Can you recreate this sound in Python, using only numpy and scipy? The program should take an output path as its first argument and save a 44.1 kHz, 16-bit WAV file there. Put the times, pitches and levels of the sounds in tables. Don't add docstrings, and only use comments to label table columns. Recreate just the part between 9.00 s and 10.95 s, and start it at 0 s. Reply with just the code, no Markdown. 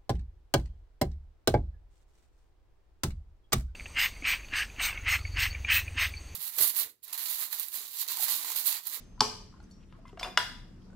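import sys
import numpy as np
from scipy import signal
from scipy.io import wavfile
from scipy.ndimage import uniform_filter1d, map_coordinates

SR = 44100
rng = np.random.default_rng(int(sys.argv[2]) if len(sys.argv) > 2 else 0)


def store_wav(level_fs):
    pcm = np.round(np.clip(np.atleast_2d(level_fs), -1, 1) * 32767)
    wavfile.write(sys.argv[1], SR, pcm.T.astype(np.int16))


def invert_db(x):
    u = np.asarray(x, float) / 20
    return 10 ** u


N = 85995


def curve(points, hz):
    pitch_hz, value = np.transpose(points)
    return np.interp(np.log(hz), np.log(pitch_hz), value)


def band(x, hz, width):
    low = max(hz - width / 2, hz / 4)
    high = min(low + width, SR / 2.2)
    y = signal.sosfilt(signal.butter(2, [low, high], "band", fs=SR, output="sos"), x)
    return y / np.std(y)


def walk(rate_hz):
    span = int(SR / rate_hz)
    wander = uniform_filter1d(uniform_filter1d(rng.standard_normal(N), span), span)
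    return wander / np.std(wander)


# pitch_hz, density_db (per Hz)
AIR_SPECTRUM = [(15, -27), (25, -1), (243, -10.5), (335, -19.5), (709, -30.5), (1240, -34), (4260, -46),
                (5720, -44), (15000, -66)]
# pitch_hz, side_minus_mid_db
AIR_SPREAD = [(30, -8.5), (80, -20.5), (250, -5.5), (1000, -3.5), (10000, 2.5)]
# pitch_hz, level_db
HUM_PARTIALS = [(31, -54.5), (95, -58.5), (120, -65.5), (189, -57)]


def air():
    noise, swell = 0, walk(2.2)
    for hz in 28 * 2 ** np.arange(0, 9.2, 0.5):
        level_db = curve(AIR_SPECTRUM, hz) + 10 * np.log10(hz) + 0.9 * swell + 1.8 * walk(14)
        spread = invert_db(np.array([[0], [curve(AIR_SPREAD, hz)]]))
        noise = noise + invert_db(level_db) * band(rng.standard_normal((2, N)), hz, hz * 0.32) * spread
    noise = noise / np.std(noise[0]) * invert_db(-53.5)

    hum = np.zeros(N)
    for hz, level_db in HUM_PARTIALS:
        level = invert_db(level_db + 3.0 * walk(3.2))
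        phase = np.cumsum(2 * np.pi * hz * (1 + 0.015 * walk(6)) / SR)
        hum += level * np.sin(phase)
    return noise + np.array([hum, hum * invert_db(-16.5)])


def earlier_knock(t):
    level_db, t60_s = -62, 0.34
    return invert_db(level_db - 60 * t / t60_s) * band(rng.standard_normal((2, N)), 4200, 5500)


def lingering_ring(t):
    level_db, pitch_hz, t60_s = -70.5, 6300, 1.8
    return invert_db(level_db - 60 * t / t60_s) * np.sin(2 * np.pi * pitch_hz * t)


def struck(strikes, modes, crack):
    scatter_db = 2
    out, t = np.zeros((2, N)), np.arange(SR // 2) / SR
    crack_db, crack_hz, width_hz, t60_ms, rise_ms = crack
    scatter = rng.standard_normal((len(strikes), len(modes)))
    for (start_s, level_db, decay_scale), chances in zip(strikes, scatter):
        ring, sign = np.zeros(len(t)), 1
        for (hz, mode_db, t60_s), chance in zip(modes, chances):
            envelope = invert_db(mode_db + scatter_db * chance - 60 * t / (t60_s * decay_scale))
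            ring += sign * envelope * np.sin(2 * np.pi * hz * t)
            sign = -sign
        noise = band(rng.standard_normal(len(t)), crack_hz, width_hz)
        snap = invert_db(crack_db - 60 * t / (t60_ms / 1000)) * noise
        rise = 1 - np.exp(-t / (rise_ms / 1000))
        i = int(start_s * SR)
        out[:, i:i + len(t)] += (invert_db(level_db) * np.array([ring, snap]) * rise)[:, :N - i]
    return out


# start_s, level_db, pitch_hz, t60_s
GRIP_TICKS = [(.178, -51, 994, .07), (.195, -48.5, 4530, .06), (.526, -53.5, 1240, .022),
              (.539, -48.5, 1060, .055), (.601, -53, 1400, .028), (.602, -58.5, 4260, 0.021),
              (.625, -62, 1300, .035), (.64, -60.5, 6130, .05), (.636, -63, 4700, .035),
              (.71, -60, 4460, .07), (0.713, -68.5, 5670, .6), (.712, -60, 7200, .045),
              (.735, -69, 5100, .14), (0.9247, -42.5, 1200, .02), (.925, -53.5, 2800, .025),
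              (.988, -51, 657, .055), (1.053, -43.5, 1044, .028), (1.056, -59, 2060, .14),
              (1.078, -52.5, 2050, .09), (1.088, -55.5, 966, 0.13), (1.08, -55, 5220, .035),
              (1.82, -65.5, 3200, .035), (1.905, -69, 6000, .011), (1.931, -65, 7000, .011),
              (1.9, -63, 1482, .09), (1.93, -59, 1513, .055), (1.13, -44, 388, .035),
              (.602, -53, 860, .035)]


def ticks():
    out = np.zeros((2, N))
    for start_s, level_db, hz, t60_s in GRIP_TICKS:
        pair = [(hz, 0, t60_s), (hz * 1.03, -6, t60_s * 0.24)]
        crack = (-2, hz, hz * 0.64, 15, 0.4)  # level_db, pitch_hz, width_hz, t60_ms, rise_ms
        out += struck([(start_s, level_db, 1)], pair, crack)
    return out


# pitch_hz, level_db, t60_s, side_db
GARAGE_BANDS = [(182, -11, .45, -7), (383, -9, .42, -3), (686, -13.5, 0.43, -3), (1400, -11.5, 0.44, -3.5),
                (2800, -16.5, 0.51, -5.5), (5000, -15, 0.5, 0), (8600, -20.5, 0.47, 1),
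                (14000, -10.5, 0.41, 1)]


def garage(x):
    first_echo_s, build_s = 0.003, 0.0018
    t = np.arange(SR) / SR
    rise = 1 - np.exp(-np.clip(t - first_echo_s, 0, None) / build_s)
    tail = np.zeros((2, SR))
    for hz, level_db, t60_s, side_db in GARAGE_BANDS:
        envelope = invert_db(np.array([[level_db], [level_db + side_db]]) - 60 * t / t60_s)
        tail += envelope * np.sqrt(hz / SR) * band(rng.standard_normal((2, SR)), hz, hz * 0.65)
    return signal.fftconvolve(x[None], tail * rise * invert_db(-23), axes=1)[:, :N]


# start_s, level_db, decay_scale (ratio)
PAWL_STRIKES = [
    (.2060, -11.5, .8),
    (.2079, -9.5, 0.62),
    (.2125, -26.5, .9),
]
# pitch_hz, level_db, t60_s
PAWL_MODES = [(1154, 1, 0.012), (1650, -11, 0.011), (2970, -18.5, .02), (3500, -6.5, .018),
              (4700, 7.5, 0.0082), (5095, -2.5, 0.017), (5570, -5, 0.022), (4093, -11.5, .01),
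              (7300, -27, .02), (8400, -27, 0.02), (10700, -23, .012), (11800, -20.5, .008),
              (14500, -23, .008)]
# level_db, pitch_hz, width_hz, t60_ms, rise_ms
PAWL_CRACK = (-5.5, 4799.5, 4499.5, 7.5, .5)


def pawl_snap():
    return struck(PAWL_STRIKES, PAWL_MODES, PAWL_CRACK)


# start_s, level_db, decay_scale (ratio)
BENCH_BLOWS = [
    (.2064, -22, 0.77),
    (.2156, -21, 0.8),
]
# pitch_hz, level_db, t60_s
BENCH_MODES = [(247, -11, .14), (428.6, -16, 0.42), (874.6, 0, .065), (781.6, -10.5, 0.045),
               (951, -4.5, .06), (1328, -14, .1), (132, -16.5, 0.055), (336, -18, 0.071)]
# level_db, pitch_hz, width_hz, t60_ms, rise_ms
BENCH_CRACK = (-1.5, 1099.5, 1797, 16, 0.41)


def bench_blow():
    return struck(BENCH_BLOWS, BENCH_MODES, BENCH_CRACK)


# centre_s, half_length_s, level_db, pitch_hz, width_hz
RUB_SWELLS = [
    (.64, .015, -77, 8000, 6000),
    (.712, .012, -73, 8000, 7000),
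    (.98, .018, -78, 8000, 8000),
    (1.083, .022, -73, 6000, 9000),
    (.82, .03, -73, 2900, 1200),
    (.915, .022, -72, 2900, 1400),
    (1.085, .028, -68, 3000, 1200),
    (1.256, .036, -49, 950, 800),
    (1.251, .046, -55, 3500, 5000),
]


def rubs(t):
    grit = rng.standard_normal(N) * invert_db(3.3 * walk(150))
    out = np.zeros(N)
    for centre_s, half_s, level_db, hz, width_hz in RUB_SWELLS:
        out += invert_db(level_db) * band(grit, hz, width_hz) * np.exp(-((t - centre_s) / half_s) ** 2)
    return out


# start_s, level_db, decay_scale (ratio)
BUMP_STRIKES = [(1.129, -51.5, 0.65), (1.1733, -41.5, .9), (1.1765, -42, 0.68), (1.2105, -36, .9),
                (1.2195, -43.5, 1), (1.2465, -30, .9), (1.2545, -41.5, .9), (1.2595, -39, 1),
                (1.263, -37, .9), (1.2738, -43, 0.67), (1.296, -43.5, .9)]
# pitch_hz, level_db, t60_s
CARDBOARD_MODES = [(423, -15, .035), (655, -5, .06), (733, -6.5, 0.1), (906, -7.5, 0.034), (1113, 1, 0.018),
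                   (1500, -9.5, 0.015), (2800, -5.5, 0.02)]
# level_db, pitch_hz, width_hz, t60_ms, rise_ms
CARDBOARD_CRACK = (-1, 800, 1200, 15, .3)


def housing_bumps():
    return struck(BUMP_STRIKES, CARDBOARD_MODES, CARDBOARD_CRACK)


# start_s, level_db, decay_scale (ratio)
SLIP_STRIKES = [
    (1.1932, -44.5, .9),
    (1.1953, -36, 1),
]
# pitch_hz, level_db, t60_s
SLIP_RING = [(2200, -1, .02), (4770, -17, 0.35), (5400, -1, 0.032), (6300, -8, 0.019), (8970, -22.5, .08),
             (13000, -24, .08)]
# level_db, pitch_hz, width_hz, t60_ms, rise_ms
SLIP_NOISE = (0, 2798, 3995, 28, 0.9)


def socket_slip():
    return struck(SLIP_STRIKES, SLIP_RING, SLIP_NOISE)


# start_s, level_db, decay_scale (ratio)
CLINK_STRIKES = [
    (1.2297, -32, 1),
    (1.2325, -41, .9),
]
# pitch_hz, level_db, t60_s
CLINK_RING = [(986, 0, 0.056), (2056, -3, 0.018), (2430, 2.5, 0.024), (3524, 1, .05), (4730, -16, .1),
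              (5050, -14.5, 0.51), (5430, -9.5, .03), (6060, -10.5, .02), (9250, -25.5, 0.25),
              (10660, -30.5, 0.25), (10700, -13, 0.032), (12900, -31, .1), (14500, -32, 0.36),
              (15300, -23, .05)]
# level_db, pitch_hz, width_hz, t60_ms, rise_ms
CLINK_NOISE = (-3, 2794.5, 3995, 32, 0.26)


def socket_clink():
    return struck(CLINK_STRIKES, CLINK_RING, CLINK_NOISE)


# start_s, level_db, decay_scale (ratio)
PULL_STRIKES = [
    (1.3731, -20, 0.81),
    (1.3741, -13, 0.88),
    (1.3768, -24, 0.73),
]
# pitch_hz, level_db, t60_s
PULL_RING = [(622, -17.5, 0.058), (984, -15, .19), (1403, 3.5, 0.023), (1170, -11, 0.026),
             (2014, -4, 0.031), (2876, -6, 0.044), (3436, -1.5, 0.037), (1647, -3, 0.032),
             (5277, 0.5, .013), (6720, -2.5, 0.011), (430, -28.5, .08), (10440, -13.5, .011),
             (11450, -27, 0.026)]
# level_db, pitch_hz, width_hz, t60_ms, rise_ms
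PULL_NOISE = (-3, 2497.5, 3598, 18.5, 0.47)


def socket_pull():
    return struck(PULL_STRIKES, PULL_RING, PULL_NOISE)


def scene():
    t = np.arange(N) / SR
    ring, crack = (pawl_snap() + bench_blow() + socket_pull() + socket_clink()
                   + socket_slip() + housing_bumps() + ticks())
    near = ring + crack + rubs(t) + lingering_ring(t)
    wet = garage(invert_db(-3) * ring + invert_db(5) * crack)
    room = air()
    before = earlier_knock(t)

    sides = np.array([[1], [-1]])
    before_side_db, pan_db, right_late_samples = -1.5, 1.5, 0.83
    tail = wet[0] + before[0] + sides * (wet[1] + invert_db(before_side_db) * before[1])
    late = map_coordinates(near, [np.arange(N) - right_late_samples], mode="nearest")
    ports = np.array([near, late])
    return (ports + tail) * invert_db(sides * pan_db / 2) + room[0] + sides * room[1]


def band_limit(x):
    return signal.sosfilt(signal.butter(12, 16720, fs=SR, output="sos"), x)


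def record(dry):
    top_cut = signal.ellip(8, 0.2, 70, 16600, fs=SR, output="sos")
    mix = signal.sosfilt(top_cut, dry)
    return band_limit(mix)


dry = scene()
out = record(dry)
store_wav(out)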